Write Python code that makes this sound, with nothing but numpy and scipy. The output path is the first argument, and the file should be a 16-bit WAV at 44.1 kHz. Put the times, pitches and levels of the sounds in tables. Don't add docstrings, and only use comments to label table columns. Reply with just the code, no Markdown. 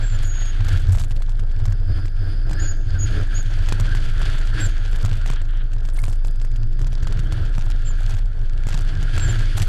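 import sys
import numpy as np
from scipy import signal
from scipy.fft import rfft, irfft, next_fast_len
from scipy.io import wavfile
from scipy.ndimage import map_coordinates

SR = 44100
rng = np.random.default_rng(int(sys.argv[2]) if len(sys.argv) > 2 else 0)


def transcribe(signal):
    frames = np.atleast_2d(signal).T
    limited = np.clip(frames, -1, 1)
    pcm = np.round(limited * 32767).astype(np.int16)
    wavfile.write(sys.argv[1], SR, pcm)


N = 426888

# time_s, firing_hz, level_db
ENGINE = [(0, 87.8, -48), (.5, 95.85, -38), (.65, 108.3, -29), (.95, 108.5, -30.5), (1.2, 93.2, -48),
          (1.8, 93.03, -39.5), (2.6, 112, -33.5), (3.45, 99.5, -30.5), (3.8, 116.8, -29), (4.3, 146, -34.5),
          (4.45, 125, -52), (5.5, 95.1, -57), (6.65, 111.3, -27.5), (7.27, 148.2, -33), (7.42, 138, -37),
          (8.3, 110, -47.5), (9.03, 150.9, -30), (9.17, 128.2, -36), (9.31, 113.4, -21),
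          (9.68, 111.6, -32.5)]
# freq_hz, gain_db
PANEL = [(300, 10), (700, 14.5), (1100, 12), (3000, 4.5), (5500, -1), (7800, -3), (9500, -16),
         (11500, -14.5), (13000, -27.5), (16000, -34)]
# freq_hz, gain_db
THUD = [(60, -1), (130, 11.5), (250, -5.5), (400, -11), (2500, -26.5), (9000, -100)]


def exhaust(cycles):
    # firing_multiple, level_db
    orders = [(1 / 2, -7), (1, -1), (3 / 2, -20), (2, -22), (5 / 2, -25), (3, -23)]
    uneven = cycles + .045 * wobble(70)
    drone = sum(amp(db + 2.2 * wobble(35)) * np.sin(2 * np.pi * k * uneven) for k, db in orders)
    return amp(curves(ENGINE)[1]) * drone


def crank():
    firing_hz = curves(ENGINE)[0]
    return np.cumsum(firing_hz * (1 + 0.0121 * wobble(25))) / SR


def chassis(swings, rush_db, boom_lift_db, rush_lift_db):
    # centre_hz, width_hz, gain_db
    cabin_modes = [(36.3, 12, -5.5), (50.5, 12, 0), (91.5, 11.5, 3.5), (111.5, 6.5, 0)]
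    # freq_hz, gain_db
    tyre_spectrum = [(40, 12.5), (140, 7.5), (200, 5.5), (260, -1.5), (380, 0.5), (480, -3), (700, -4.5),
                     (950, -17), (1300, -13), (2500, -42.5)]
    sway = amp(-15 - 1.93 * np.abs(wobble(16)) - 0.22 * boom_lift_db) * unit(np.sin(2 * np.pi * swings))
    ruts = wobble(40)
    boom = amp(-27.5 + 0.3 * rush_db + boom_lift_db) * unit(amp(1.66 * ruts) * resonant(cabin_modes))
    load_db = 0.39 * rush_db + 0.73 * rush_lift_db
    rumble = amp(-41) * unit(amp(2.8 * ruts) * coloured(rng.standard_normal(N), tyre_spectrum))
    roof = amp(-54 + .5 * rush_lift_db) * resonant([(308.5, 18, 0)])
    return sway + boom + amp(load_db) * (rumble + roof)


def ride():
    # time_s, relative_db
    rush = [(0, 2), (.85, 0.5), (1.15, -9), (2.82, -7.5), (3.75, 4.5), (4.75, 1), (5.33, 0), (5.46, -6.5),
            (6.45, -10), (7.25, -5.5), (8.13, 0.5), (8.25, -6.5), (8.55, -5.5), (8.72, 0.5), (9.68, 4)]
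    # middle_s, length_s, boom_lift_db, rush_lift_db
    jolts = [(0.71, 0.15, 5, 6), (0.92, 0.3, 10, 0), (1.69, 0.43, 4, 3), (1.958, 0.23, 12, 10),
             (2.296, 0.31, 2.5, 8.5), (2.614, 0.36, 4.5, 12), (2.963, 0.3, 9, 8), (3.157, 0.24, 8, 11.5),
             (3.357, 0.13, 2, 6.5), (4.27, 0.25, 3, 4.5), (4.605, 0.18, 5.5, 12), (7.123, 0.31, 8.5, 6.5),
             (7.37, 0.31, 8, 8.5), (9.283, 0.5, 6, 7)]
    boom_lift_db, rush_lift_db = np.zeros((2, N))
    for middle_s, length_s, boom_db, rush_db in jolts:
        load = np.sqrt(swell(middle_s, length_s))
        boom_lift_db += boom_db * load
        rush_lift_db += rush_db * load
    return curves(rush)[0], boom_lift_db, rush_lift_db


def bumps(boom_hz=96.4, rise_s=.02):
    # start_s, boom_peak_db
    ruts = [(0.591, -16.5), (.721, -14), (.879, -12.5), (1.664, -14), (1.971, -13.5), (3.017, -20),
            (3.723, -14.5), (3.803, -14.5), (3.9, -16), (4.61, -17.5), (5.028, -13.5), (5.107, -15),
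            (6.02, -18.5), (7.15, -18), (8.119, -18), (9.275, -17.5), (9.541, -15), (9.593, -11.5)]
    blows, booms = np.zeros((2, N))
    t = np.arange(SR // 5) / SR
    shape = (t / rise_s * np.exp(1 - t / rise_s)) ** 2
    for (start_s, db), detune in zip(ruts, rng.standard_normal(len(ruts))):
        add(blows, start_s + rise_s / 2, amp([db + 12.5]))
        add(booms, start_s, amp(db) * shape * np.sin(2 * np.pi * boom_hz * np.exp(.06 * detune) * t))
    return booms + coloured(scuff(blows, t60_s=0.14), THUD)


def air(cycles, rush_db):
    # centre_hz, width_hz, gain_db
    housing_modes = [(1399, 85, 4), (1610, 148, 6), (3550, 140, -11.5), (4420, 150, -11)]
    # centre_hz, width_hz, gain_db
    wind_whine_bands = [(4380, 36, -0.5), (4890, 180, 2), (9100, 120, -15), (10700, 57, -13)]
    # middle_s, length_s, peak_re_rush_db
    whine_swells = [(2.203, 3.2, -5.5), (6.46, 1.8, -6)]
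    gusts_db = 1.3 * wobble(45)
    throb = 1 + 0.31 * np.cos(2 * np.pi * cycles)
    whine_gain = sum(amp(db) * swell(middle_s, length_s) for middle_s, length_s, db in whine_swells)
    housing = sum(amp(db + wobble(14)) * np.sqrt(width_hz) * resonant([(hz, width_hz, 0)])
                  for hz, width_hz, db in housing_modes)
    whine = whine_gain * resonant(wind_whine_bands)
    return amp(-47 + rush_db + gusts_db) * (unit(throb * housing) + whine)


def dirt(swings, rush_db, rush_lift_db):
    # freq_hz, gain_db
    soil_spectrum = [(1000, -6), (2100, 4), (2700, 2.5), (3350, 7), (3850, -1.5), (4600, 2), (5300, -6.5),
                     (7500, -12), (10800, -15.5), (12000, -35), (16000, -46)]
    soil_db = -49.5 + 1.39 * rush_db + rush_lift_db + 2.2 * wobble(40)
    soil = amp(soil_db) * unit(coloured(rng.standard_normal(N), soil_spectrum))
    handfuls = amp(10 * np.tanh(wobble(110)) + 8 * np.cos(2 * np.pi * swings))
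    grit_flow, sand_flow = flung(rush_db)
    clods = amp(13.0) * grains(centre_hz=720, per_second=110, clumps=handfuls * grit_flow)
    pebbles = amp(15.5) * grains(centre_hz=4200, per_second=95, clumps=handfuls * grit_flow)
    fine = grains(centre_hz=9800, per_second=120, clumps=handfuls * sand_flow)
    sand = unit(np.diff(np.pad(fine, 1), 2))
    grit_force = np.sqrt(grit_flow * grit_flow.mean())
    sand_force = np.sqrt(sand_flow * sand_flow.mean())
    return soil + grit_force * (clods + pebbles) + sand_force * sand


def flung(rush_db, attack_s=0.021, release_s=0.072):
    # start_s, length_s, grit_db, sand_re_grit_db
    sprays = [(0.237, 0.014, -62.5, 13), (0.642, 0.12, -61, 11.5), (0.9, 0.11, -58.5, 12.5),
              (1.044, .33, -71, 7.5), (1.588, 0.083, -64, -1), (4.127, 0.34, -64, 6.5),
              (4.604, 0.069, -63.5, 12.5), (4.91, 0.22, -64, 9.5), (5.96, 0.17, -66.5, 11.5),
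              (6.222, 0.061, -67, 11), (6.795, 0.66, -68, -1.5), (7.56, 0.14, -63, 4),
              (7.985, 0.18, -65.5, 8.5), (8.696, .11, -60, 4.5), (9.145, 0.28, -60.5, 7),
              (9.57, 0.049, -55, 12.5)]
    grit = amp(-70 + 0.69 * rush_db)
    sand = grit * amp(3)
    for start_s, length_s, grit_db, sand_db in sprays:
        shape = plateau(start_s, length_s, attack_s, release_s)
        grit = np.maximum(grit, amp(grit_db) * shape)
        sand = np.maximum(sand, amp(grit_db + sand_db) * shape)
    return grit, sand


def grains(centre_hz, per_second, clumps):
    blows = impacts(per_second, clumps, spread_db=5.5)
    ticks = blows + scuff(blows, t60_s=.007)
    return unit(coloured(bandpass(ticks, centre_hz, width_hz=centre_hz), PANEL))


def stones():
    # start_s, level_db
    hits = [(1.014, -29.5), (1.1086, -31.5), (1.2216, -30), (1.294, -33), (1.3943, -32), (1.655, -26.5),
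            (1.7231, -30.5), (2.0558, -32), (2.4955, -31), (2.5119, -28), (2.532, -26.5), (3.6869, -20),
            (3.7237, -19), (3.799, -19.5), (3.95, -23.5), (4.2169, -25), (5.0488, -25.5), (5.06, -26),
            (5.2606, -26), (5.275, -26.5), (5.301, -23.5), (5.3338, -28.5), (5.4163, -34), (5.7333, -32.5),
            (5.8521, -32.5), (5.888, -30), (6.0393, -25), (6.0815, -29.5), (6.133, -35), (6.2484, -31),
            (6.4154, -30.5), (6.448, -32), (6.56, -32), (6.7923, -32.5), (6.8157, -30.5), (6.868, -28),
            (6.9292, -31), (7.03, -29.5), (7.071, -26), (7.1243, -27.5), (7.1922, -28.5), (7.3232, -25),
            (7.5813, -28), (7.702, -28.5), (8.095, -32), (8.168, -33.5), (8.669, -26.5), (8.6877, -23),
            (8.7431, -24.5), (9.028, -25.5), (9.179, -19.5), (9.5997, -24)]
    cracks, crumbs, thuds, notes = np.zeros((4, N))
    t = np.arange(SR // 50) / SR
    for (start_s, db), (weight, pitch, flight) in zip(hits, rng.standard_normal((len(hits), 3))):
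        add(cracks, start_s, amp([db + 10.0]))
        add(crumbs, start_s + 0.0011, amp([db + 18.5]))
        add(crumbs, start_s + 0.0072 * np.exp(0.36 * flight), amp([db + 14.5]))
        add(thuds, start_s, amp([db + 17.0 + 4.0 * weight]))
        note_hz = 2400 * np.exp(.5 * np.clip(pitch, -2, 2))
        add(notes, start_s, amp(db - 10 - 60 * t / .01) * np.sin(2 * np.pi * note_hz * t))
    crack = cracks + scuff(cracks, t60_s=.011)
    puff = np.diff(scuff(crumbs, t60_s=.016), prepend=0)
    thud = thuds + scuff(thuds, t60_s=0.0097)
    return notes + coloured(crack + puff, PANEL) + coloured(thud, THUD)


def whistles(edge_s=0.013, hiss_decay_s=.06):
    # start_s, length_s, mean_hz, fall_hz, arch_hz, level_db
    edge_tones = [(0.02, 0.15, 7330, 384, 100, -45.5), (0.236, 0.28, 6690, 167, -64, -41),
                  (2.591, 0.085, 6780, 0, 400, -37.5), (2.668, 0.062, 6740, 50, 330, -35),
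                  (2.985, 0.076, 6700, 97, 156, -32), (3.34, 0.085, 6700, -2, 395, -36),
                  (4.598, 0.08, 7440, 480, 158, -34.5), (7.846, 0.078, 7260, 342, 241, -42.5),
                  (9.196, 0.083, 7396, 388, 180, -37), (9.286, 0.035, 7240, 0, 102, -29.5)]
    tone = np.zeros(N)
    waver_hz, flutter = 70 * wobble(600), amp(2.6 * wobble(130))
    for start_s, length_s, mean_hz, fall_hz, arch_hz, db in edge_tones:
        t = np.arange(int(length_s * SR)) / SR
        arch = np.sin(np.pi * t / length_s) - 2 / np.pi
        pitch_hz = mean_hz + arch_hz * arch - fall_hz * (t / length_s - .5)
        pitch_hz += np.roll(waver_hz, -round(start_s * SR))[:len(t)]
        shape = np.clip(np.minimum(t, length_s - t) / edge_s, 0, 1)
        phase = 2 * np.pi * np.cumsum(pitch_hz) / SR
        add(tone, start_s, amp(db + 1.5) * shape * (np.sin(phase) + amp(-32) * np.sin(2 * phase)))
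    tone *= flutter
    hiss = amp(-17) * running_rms(tone, 1 / (hiss_decay_s * SR)) * resonant([(6600, 280, 0)])
    return tone + hiss


def howls():
    # middle_s, length_s, pitch_hz, level_db
    notes = [(.04, 0.071, 1617, -40), (2.59, 0.066, 1650, -34.5), (2.685, 0.14, 1633, -43),
             (2.96, 0.056, 1542, -34), (3.91, 0.15, 1578, -33.5), (4.62, 0.1, 1596, -35),
             (9.25, 0.33, 1628, -39)]
    return rough_notes(notes, waver_hz=73.8, rough_db=3)


def scrapes(edge_s=0.017):
    # start_s, length_s, level_db
    slides = [(0.372, 0.39, -46), (4.162, 0.28, -45), (5.29, .12, -44.5), (5.5, 0.12, -47.5)]
    gain = sum(amp(db) * plateau(start_s, length_s, edge_s, edge_s) for start_s, length_s, db in slides)
    return gain * unit(amp(3.3 * wobble(120)) * resonant([(1600, 420, -0.5), (3200, 500, -2.5)]))


def groan():
    # middle_s, length_s, pitch_hz, level_db
    notes = [(3.175, 0.1, 425, -37)]
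    return rough_notes(notes, waver_hz=20.8, rough_db=3)


def ping(t60_s=.035):
    # start_s, pitch_hz, peak_db
    strikes = [(5.987, 2150, -30)]
    out, t = np.zeros(N), np.arange(SR // 10) / SR
    for start_s, hz, db in strikes:
        add(out, start_s, amp(db - 60 * t / t60_s) * np.sin(2 * np.pi * hz * t))
    return out


def squeak():
    # middle_s, length_s, pitch_hz, level_db
    notes = [(7.268, 0.041, 3130, -43)]
    return rough_notes(notes, waver_hz=120, rough_db=4)


def sizzle():
    # middle_s, length_s, centre_hz, width_hz, level_db
    handful = (6.03, .24, 9100, 1100, -48)
    middle_s, length_s, centre_hz, width_hz, db = handful
    ticks = impacts(130, np.ones(N), spread_db=3)
    return amp(db) * np.sqrt(swell(middle_s, length_s)) * unit(bandpass(ticks, centre_hz, width_hz))


def rough_notes(notes, waver_hz, rough_db):
    out, t = np.zeros(N), np.arange(N) / SR
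    drift_cycles = np.cumsum(waver_hz * (wobble(500) + .5 * wobble(35))) / SR
    for middle_s, length_s, hz, db in notes:
        out += amp(db) * np.sqrt(swell(middle_s, length_s)) * np.sin(2 * np.pi * (hz * t + drift_cycles))
    return out * unit(amp(rough_db * wobble(120)))


def impacts(per_second, clumps, spread_db):
    hit = rng.random(N) < per_second / SR * clumps / clumps.mean()
    size = amp(spread_db * np.clip(rng.standard_normal(N), -2, 2))
    return unit(hit * size * rng.choice([-1, 1], N))


def scuff(blows, t60_s):
    return running_rms(blows, 1 - amp(-120 / (t60_s * SR))) * rng.standard_normal(N)


def running_rms(x, loss):
    return np.sqrt(np.abs(signal.lfilter([loss], [1, loss - 1], x ** 2)))


def resonant(modes):
    def response(hz):
        return sum(amp(db) / (1 + ((hz - centre_hz) / width_hz) ** 2) for centre_hz, width_hz, db in modes)
    return unit(filtered(rng.standard_normal(N), response))


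def coloured(x, points):
    def response(hz):
        freq_hz, gain_db = np.transpose(points)
        gain = unit(amp(np.interp(np.log(hz + 1), np.log(freq_hz), gain_db)))
        cepstrum = irfft(np.log(gain))
        half = len(cepstrum) // 2
        return np.exp(rfft(np.r_[cepstrum[0], 2 * cepstrum[1:half], np.zeros(half)]))
    return filtered(x, response)


def bandpass(x, centre_hz, width_hz):
    return filtered(x, lambda hz: 1j * hz * width_hz / (centre_hz ** 2 - hz ** 2 + 1j * hz * width_hz))


def filtered(x, response):
    size = 2 * next_fast_len(N // 2 + SR // 4)
    return irfft(rfft(x, size) * response(np.fft.rfftfreq(size, 1 / SR)), size)[:N]


def swell(middle_s, length_s):
    out = np.zeros(N)
    add(out, middle_s - length_s / 2, np.sin(np.linspace(0, np.pi, int(length_s * SR))) ** 2)
    return out


def plateau(start_s, length_s, attack_s, release_s):
    end_s = start_s + length_s
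    return curves([(start_s - attack_s, 0), (start_s, 1), (end_s, 1), (end_s + release_s, 0)])[0]


def curves(rows):
    time_s, *columns = np.transpose(rows)
    return [np.interp(np.arange(N) / SR, time_s, column) for column in columns]


def wobble(rate_hz):
    knots = rng.standard_normal(int(N * rate_hz / SR) + 4)
    return map_coordinates(knots, [np.arange(N) * rate_hz / SR])


def add(track, start_s, sound):
    start = max(0, round(start_s * SR))
    track[start:start + len(sound)] += sound[:max(0, N - start)]


def amp(db):
    return 10 ** (np.asarray(db) / 20)


def unit(x):
    return x / np.sqrt(np.mean(x ** 2) + 1e-20)


def scene():
    cycles = crank()
    mount_hz = 25.5 + 2.5 * wobble(14)
    swings = np.cumsum(mount_hz) / SR
    rush_db, boom_lift_db, rush_lift_db = ride()
    car = exhaust(cycles) + chassis(swings, rush_db, boom_lift_db, rush_lift_db) + bumps()
    airflow = air(cycles, rush_db + rush_lift_db)
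    ground = dirt(swings, rush_db, rush_lift_db) + scrapes() + stones() + ping() + sizzle()
    return (car + airflow + ground + whistles() + howls() + squeak() + groan())[None]


def record(dry, top_hz=15600):
    return filtered(dry[0], lambda hz: hz < top_hz)[None]


dry = scene()
out = record(dry)
transcribe(out)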